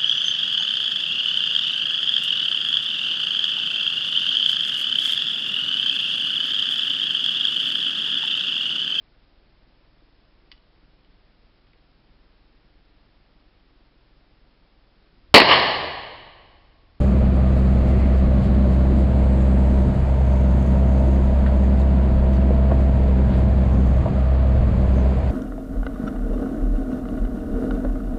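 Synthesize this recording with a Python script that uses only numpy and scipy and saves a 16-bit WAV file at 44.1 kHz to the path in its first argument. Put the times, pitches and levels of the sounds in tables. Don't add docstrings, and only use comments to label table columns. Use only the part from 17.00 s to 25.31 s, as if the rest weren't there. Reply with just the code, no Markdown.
import sys
import numpy as np
from scipy import signal
from scipy.fft import rfft, irfft
from scipy.io import wavfile
from scipy.ndimage import uniform_filter1d

SR = 44100
rng = np.random.default_rng(int(sys.argv[2]) if len(sys.argv) > 2 else 0)


def int16_out(signal):
    q = np.round(np.clip(np.atleast_2d(signal).T, -1, 1) * 32767)
    wavfile.write(sys.argv[1], SR, q.astype(np.int16))


N = 366464
T = np.arange(N) / SR


def from_db(db):
    return 10 ** (np.asarray(db) / 20)


def unit_power(x):
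    return x / np.sqrt(np.mean(x ** 2) + 1e-20)


def automation(rows):
    times, *columns = np.transpose(rows)
    return [np.interp(T, times, column) for column in columns]


def swell(t, spread):
    return np.exp(-.5 * np.minimum(((T - t) / spread) ** 2, 100))


def drift(rate_hz):
    hz = np.fft.rfftfreq(N, 1 / SR)
    return unit_power(irfft(rfft(rng.standard_normal(N)) / (1 + (hz / rate_hz) ** 2) ** 2, N))


def clicks(per_s):
    return (rng.random(N) < per_s / SR) * rng.standard_normal(N)


def equalise(x, curve):
    hz = np.fft.rfftfreq(N, 1 / SR) + 1e-3
    points_hz, points_db = np.transpose(curve)
    gain = from_db(np.interp(np.log(hz), np.log(points_hz), points_db))
    ends = np.minimum(hz / points_hz[0], 1) * np.minimum(points_hz[-1] / hz, 1)
    return unit_power(irfft(rfft(x) * gain * ends ** 2, N))


def resonate(x, modes):
    out = 0
    for k, (hz, width, db) in enumerate(modes):
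        r = np.exp(-np.pi * width / SR)
        zeros = [(1 - r * r) / 2, 0, (r * r - 1) / 2]
        poles = [1, -2 * r * np.cos(2 * np.pi * hz / SR), r * r]
        out = out + (-1) ** k * from_db(db) * signal.lfilter(zeros, poles, x + 1e-18)
    return unit_power(out)


def pass_filter(x, hz, kind):
    return signal.sosfilt(signal.butter(2, min(hz, SR / 2 - 1), kind, fs=SR, output="sos"), x)


def firing_noise(firings, depth, decay_cycles, uneven_db):
    index = firings.astype(int) - int(firings.min())
    strength = from_db(uneven_db * rng.standard_normal(N)[index])
    flare = unit_power(strength * np.exp(-(firings % 1) / decay_cycles))
    return unit_power(rng.standard_normal(N) * (1 + depth * flare))


# t/s, level/dB
CAB_SHAKE = [(0, -18), (0.6, -22), (0.8, -19), (1.15, -21.5), (1.55, -17.5), (1.78, -19.5), (2.0, -19),
             (2.3, -20.5), (2.88, -18.5), (3.04, -26.5), (3.25, -26), (3.5, -19.5), (4.1, -21.5),
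             (4.42, -23.5), (4.58, -19.5), (5.5, -21), (6.08, -23), (6.36, -20.5), (6.6, -22),
             (6.85, -18.5), (7.0, -30), (7.12, -23.5), (7.3, -31), (7.6, -23.5), (8.05, -22.5),
             (8.22, -28.5), (8.31, -27)]
# f/Hz, width/Hz, gain/dB
AIR_MODES = [(178.3, 15.9, 2), (220.7, 16.5, 2), (253.8, 28.6, -3.5), (317.3, 35, -7.5), (367.6, 53.5, -9)]
def cab_boom(firings, trim_db=-5.5):
    shake_db, = automation(CAB_SHAKE)
    air = resonate(firing_noise(firings, depth=0.38, decay_cycles=0.24, uneven_db=0.37), AIR_MODES)
    air = pass_filter(pass_filter(air, 430, "low"), 112, "high")
    return from_db(shake_db + trim_db) * unit_power(air)


# t/s, gain/dB
ENGINE_LOAD = [(0, 0.7), (3.4, 0.05), (4.6, -0.4), (6.4, 0.07), (7.3, -0.2), (8.31, 0.5)]
# f/Hz, gain/dB
BLOCK_EQ = [(200, -8.5), (400, 4.5), (700, 3), (1000, -2.5), (1350, -5.5), (2000, -10), (3000, -17),
            (3700, -21), (4600, -23.5), (5100, -32), (5600, -39.5), (8000, -48.5)]
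# f/Hz, width/Hz, gain/dB
PANEL_RING = [(458.4, 50, -4), (531, 31, -1), (588.5, 30.3, 0), (624.5, 31, 1), (688, 38, -5),
              (781, 49, -9)]
def clatter(firings, block_db=-37, panels_db=-35.5):
    block = equalise(firing_noise(firings, depth=0.15, decay_cycles=0.34, uneven_db=2.6), BLOCK_EQ)
    panels = resonate(firing_noise(firings, depth=0.51, decay_cycles=0.49, uneven_db=2.3), PANEL_RING)
    panels = unit_power(pass_filter(pass_filter(panels, 980, "low"), 325, "high"))
    load_db, = automation(ENGINE_LOAD)
    return from_db(load_db + block_db) * block + from_db(load_db + panels_db) * panels


# t/s, level/dB
ICE_ROUGHNESS = [(0, -21), (0.4, -22), (3.0, -25), (4.3, -26), (5.2, -27.5), (6.9, -19.5), (7.35, -28),
                 (7.7, -20.5), (8.31, -24)]
# t/s, thud level/dB, drone ducking/dB, spread/s
RIDGES = [(1.442, -22, 12, 0.03), (2.96, -23.5, 5.5, 0.095), (6.308, -36, 9, 0.03),
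          (6.93, -22, -1.5, 0.031), (7.098, -33, 9.5, 0.045), (7.585, -11, 2, 0.03),
          (7.722, -28, 8.5, 0.063), (8.2, -30, 4, 0.084)]
# f/Hz, gain/dB
RUMBLE_EQ = [(10, -13), (20, -12), (32, -3), (43, -5.5), (70, 1.5), (90, -3.5), (107, 1), (124, -6),
             (160, -9), (260, -34)]
def tyre_rumble():
    rumble_db, = automation(ICE_ROUGHNESS)
    thuds = sum(from_db(db) * swell(t, spread) for t, db, _, spread in RIDGES)
    return np.hypot(from_db(rumble_db), thuds) * equalise(rng.standard_normal(N), RUMBLE_EQ)


# multiple of the firing rate, relative level/dB, waver/dB
DRONE_PARTIALS = [(.5, -24.5, 8), (1, 2, 0), (4, -29, 4), (5, -30, 5.5), (8, -32.5, 6)]
# t/s, level/dB
OCTAVE_HUM = [(0, -24.5), (0.85, -25), (1.03, -29), (1.3, -25), (2.0, -27.5), (2.85, -26), (4.1, -25.5),
              (4.55, -31.5), (5.0, -27.5), (6.4, -26.5), (7.8, -28.5), (8.31, -37)]
def exhaust(firings, base_db=-17, waver_db=0.5, load_follow=1.5):
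    def partial(order):
        return np.sqrt(2) * np.cos(2 * np.pi * order * firings - np.pi / 2 * (order - 1) ** 2)
    shake_db, = automation(CAB_SHAKE)
    load_db, = automation(ENGINE_LOAD)
    octave_db, = automation(OCTAVE_HUM)
    duck_db = sum(db * swell(t, spread) for t, _, db, spread in RIDGES)
    drone_db = base_db + waver_db * drift(19) - duck_db
    drone = 0
    for order, db, unsteady_db in DRONE_PARTIALS:
        lift_db = (order > 1) * load_follow * load_db
        drone += from_db(drone_db + db + lift_db + unsteady_db * drift(5.5)) * partial(order)
    return drone + from_db(octave_db) * partial(2) + from_db(shake_db - 5.5) * partial(3)


# t/s, upper tone/dB, lower tone/dB
WHINE_FADERS = [(0, -41, -34), (0.55, -43.5, -53), (1.1, -36.5, -44), (1.6, -49, -38),
                (2.079, -36.5, -39.5), (2.4, -45, -38), (3.1, -40.5, -39), (3.55, -38, -36.5),
                (4.001, -37.5, -39.5), (4.5, -40, -36), (4.9, -34.5, -48), (5.15, -36.5, -51),
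                (5.8, -35.5, -51.5), (6.3, -41.5, -44), (6.5, -34.5, -44), (6.799, -42, -48),
                (7.35, -35.5, -50), (7.7, -41.5, -42), (8.31, -39, -48)]
def whine(firings, orders=(10, 9), trim_db=-1.5, waver_db=1.2, wobble_cycles=.05):
    wobble = wobble_cycles * drift(4)
    out = 0
    for order, db in zip(orders, automation(WHINE_FADERS)):
        tone = np.sqrt(2) * np.sin(2 * np.pi * (order * firings + wobble))
        out += from_db(db + trim_db + waver_db * drift(5.1)) * tone
    return out


# t/s, f/Hz, level/dB
WHISTLE_GLIDE = [(0, 1221, -49), (1.3, 1156, -49), (2.25, 904, -47), (3.3, 925, -43.5), (6.2, 948, -47.5),
                 (6.8, 1096, -50), (7.2, 1229, -49), (7.55, 1117, -49.5), (8.31, 946, -47)]
def whistle(width_hz=130):
    hz, db = automation(WHISTLE_GLIDE)
    phase = 2 * np.pi * np.cumsum(hz) / SR
    return from_db(db) * (drift(width_hz) * np.cos(phase) + drift(width_hz) * np.sin(phase))


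# t/s, level/dB
SNOW_BED = [(0, -63), (0.3, -73), (0.55, -68), (1.1, -69.5), (1.85, -68.5), (2.15, -69.5), (2.5, -67.5),
            (3.05, -67.5), (3.6, -67.5), (4.6, -68), (5.1, -70.5), (6.15, -70.5), (6.55, -69.5), (6.9, -68),
            (7.15, -69), (7.4, -73.5), (7.7, -69), (8.2, -68.5)]
# t/s, level/dB
SNOW_CRUSTS = [(.36, -64), (.59, -62), (.76, -69), (.9, -62), (1.0, -65), (1.183, -61), (1.452, -60),
               (1.73, -64), (1.998, -59), (4.81, -64), (5.35, -67), (5.72, -67), (5.81, -66), (6.29, -64),
               (6.39, -65.5), (7.2, -69)]
# f/Hz, gain/dB
HISS_EQ = [(3500, -20), (5000, -5.5), (5700, -12.5), (6600, -1.5), (7300, -2.5), (8300, -8.5),
           (10000, -10.5), (12000, -28)]
# f/Hz, gain/dB
CRUNCH_EQ = [(2000, 3), (4500, 9), (5700, -3), (7500, 4), (8600, -3.5), (10200, -5.5), (10900, -7.5),
             (12500, -5.5), (14000, -13), (16000, -17.5)]
def snow_crunch(trim_db=2.5, accent_db=2.0, flutter_db=3.5, crust_spread_s=0.019):
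    snow_db, = automation(SNOW_BED)
    hiss = from_db(snow_db + trim_db) * equalise(rng.standard_normal(N), HISS_EQ)
    grains = clicks(per_s=13000) * from_db(accent_db * np.minimum(rng.exponential(1, N), 5))
    rolling = from_db(snow_db + trim_db + flutter_db * np.tanh(drift(14)))
    collapsing = sum(from_db(db) * swell(t, crust_spread_s) for t, db in SNOW_CRUSTS)
    return hiss + (rolling + collapsing) * equalise(grains, CRUNCH_EQ)


# t/s, level/dB, f/Hz, spread/s, resonator half-width as a share of f
SQUEAK_CUES = [(1.0, -48.5, 2020, 0.18, .2), (0.16, -57.5, 2400, 0.28, 0.062),
               (1.3, -62, 4020, 0.99, 0.079), (2.425, -63, 7130, 0.025, .005),
               (2.5, -68.5, 7820, 0.43, .07), (6.35, -46, 1400, 0.054, 0.23),
               (7.985, -63.5, 6150, .03, .04), (0.946, -36, 333, 0.081, .12), (1.97, -32.5, 314, .07, 0.11),
               (4.104, -32.5, 323, 0.089, 0.14), (6.2, -36.5, 434, .2, .1), (8.07, -33, 390, 0.075, 0.26)]
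def squeaks():
    out, rubbing = np.zeros(N), rng.standard_normal(N)
    for t, db, hz, spread, half_width in SQUEAK_CUES:
        band = [(hz, 2 * half_width * hz, 0)]
        out += from_db(db) * swell(t, spread) * resonate(resonate(rubbing, band), band)
    return out


# t/s, level/dB, spread/s
SHARD_CUES = [(1.452, -52, 0.025), (5.343, -55, .012), (6.34, -51, 0.029)]
# f/Hz, gain/dB
SHARD_EQ = [(1000, -8), (1900, 3), (3000, 8), (4600, 2), (5600, -16), (9000, -30)]
def ice_shards():
    envelope = sum(from_db(db) * swell(t, spread) for t, db, spread in SHARD_CUES)
    return envelope * equalise(clicks(per_s=9000), SHARD_EQ)


# t/s, level/dB, f/Hz, spread/s
SCRAPE_CUES = [(2.76, -66, 6150, .08), (3.365, -63.5, 6300, 0.13), (3.65, -62, 6500, 0.064),
               (4.05, -63.5, 6400, 0.17), (4.64, -64, 6500, .045), (5.345, -64, 6100, .012),
               (6.7, -68, 6000, .04), (6.87, -67, 6300, 0.1), (7.97, -64, 6300, .04)]
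# multiple of its f, gain/dB
SCRAPE_FORMANTS = [(1, 2), (1.55, -11.5), (1.9, -13)]
def snow_scrapes(width_hz=550, flutter_db=0.5, low_cut_hz=4600):
    out, grit = np.zeros(N), clicks(per_s=700)
    for t, db, hz, spread in SCRAPE_CUES:
        bands = [(ratio * hz, width_hz, band_db) for ratio, band_db in SCRAPE_FORMANTS]
        out += from_db(db) * swell(t, spread) * resonate(grit, bands)
    out = pass_filter(pass_filter(out, low_cut_hz, "high"), low_cut_hz, "high")
    return from_db(flutter_db * drift(22)) * out


# t/s, peak level/dB, f/Hz
KNOCK_CUES = [(4.463, -22.5, 1850), (4.478, -30, 1500), (5.505, -15, 200), (5.5062, -13, 503),
              (5.5122, -19, 520), (5.705, -24.5, 1100), (5.714, -19.5, 1145), (5.718, -13.5, 684),
              (7.057, -19, 880), (7.06, -17, 680), (7.077, -20, 800), (7.107, -15.5, 200),
              (7.181, -21, 730)]
# f/Hz, width/Hz, gain/dB
BODY_RING = [(183, 40, 2), (517, 87, 4), (616, 29, 6.5), (660, 9, -8), (820, 72, -7.5), (948, 45, 1),
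             (1076, 40, -3), (1380, 55, -2.5), (1555, 57, -3), (1820, 83, -5), (2390, 79, -4),
             (3060, 80, 0), (3820, 120, -6)]
# f/Hz, gain/dB
RATTLE_EQ = [(100, 11), (300, -7), (600, 6.5), (1000, -10), (2000, -7), (4500, 0.5), (5600, -32),
             (12000, -42)]
def body_knocks(reach_octaves=0.37, rattle_db=-6, rattle_s=0.018, brightness=1.4):
    out, size = np.zeros(N), SR // 4
    age = T[:size]
    rattle = equalise(rng.standard_normal(N), RATTLE_EQ)
    for t, db, hz in KNOCK_CUES:
        at = int(t * SR)
        ring = 0
        for mode_hz, width, mode_db in BODY_RING:
            strength = from_db(mode_db) * np.exp(-(np.log2(mode_hz / hz) / reach_octaves) ** 2)
            ring += strength * np.exp(-np.pi * width * age) * np.sin(2 * np.pi * mode_hz * age)
        contact = pass_filter(rattle[at:at + size] * np.exp(-age / rattle_s), hz / 2, "high")
        knock = ring / np.abs(ring).max() + from_db(rattle_db) * contact / np.abs(contact).max()
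        knock = pass_filter(pass_filter(knock, brightness * hz, "low"), brightness * hz, "low")
        out[at:at + size] += from_db(db) * knock / np.abs(knock).max()
    return out


# t/s, peak level/dB, f/Hz
CRACK_CUES = [(4.465, -38, 2300), (4.798, -53, 7000), (4.817, -45, 3800), (5.341, -55, 6030),
              (5.369, -45, 4430), (5.415, -40, 2690)]
def ice_cracks(ring_s=0.0043):
    out = np.zeros(N)
    for t, db, hz in CRACK_CUES:
        at = int(t * SR)
        age = T[:min(SR // 10, N - at)]
        out[at:at + len(age)] += from_db(db) * np.exp(-age / ring_s) * np.sin(2 * np.pi * hz * age)
    return out


# t/s, firing rate/Hz
FIRING_RATE = [(0, 65.2), (0.5, 65.4), (0.8, 64.9), (1.0, 65.4), (1.5, 65.05), (2.1, 65.6), (2.4, 65.2),
               (4.2, 65.79), (4.65, 65.6), (4.87, 66.3), (5.05, 65.1), (5.45, 65.65), (5.8, 66.2),
               (6.3, 64.5), (6.5, 65.2), (6.8, 64.3), (7.15, 64.4), (7.45, 65.4), (7.65, 63.9),
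               (7.95, 64.3), (8.2, 65.1)]
def scene():
    firing_hz, = automation(FIRING_RATE)
    firings = np.cumsum(firing_hz) / SR + .003 * drift(14)
    engine = exhaust(firings) + whine(firings) + cab_boom(firings) + clatter(firings) + whistle()
    ground = tyre_rumble() + snow_crunch() + snow_scrapes() + squeaks() + ice_shards() + ice_cracks()
    return (engine + ground + body_knocks())[None]


def compress_bass(x, crossover_hz=300, threshold_db=-14.5, squeeze=0.94):
    bass = signal.sosfiltfilt(signal.butter(2, crossover_hz, fs=SR, output="sos"), x)
    power = uniform_filter1d(uniform_filter1d(bass ** 2, size=680), size=340)
    over_db = np.maximum(10 * np.log10(np.abs(power) + 1e-12) - threshold_db, 0)
    return x + bass * (from_db(-squeeze * over_db) - 1)


def record(dry):
    fades = np.sin(np.pi / 2 * np.minimum(np.minimum(T, T[::-1]) / .004, 1)) ** 2
    high_cut = signal.cheby2(12, 70, 16500, fs=SR, output="sos")
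    return signal.sosfilt(high_cut, fades * compress_bass(dry))


dry = scene()
out = record(dry)
int16_out(out)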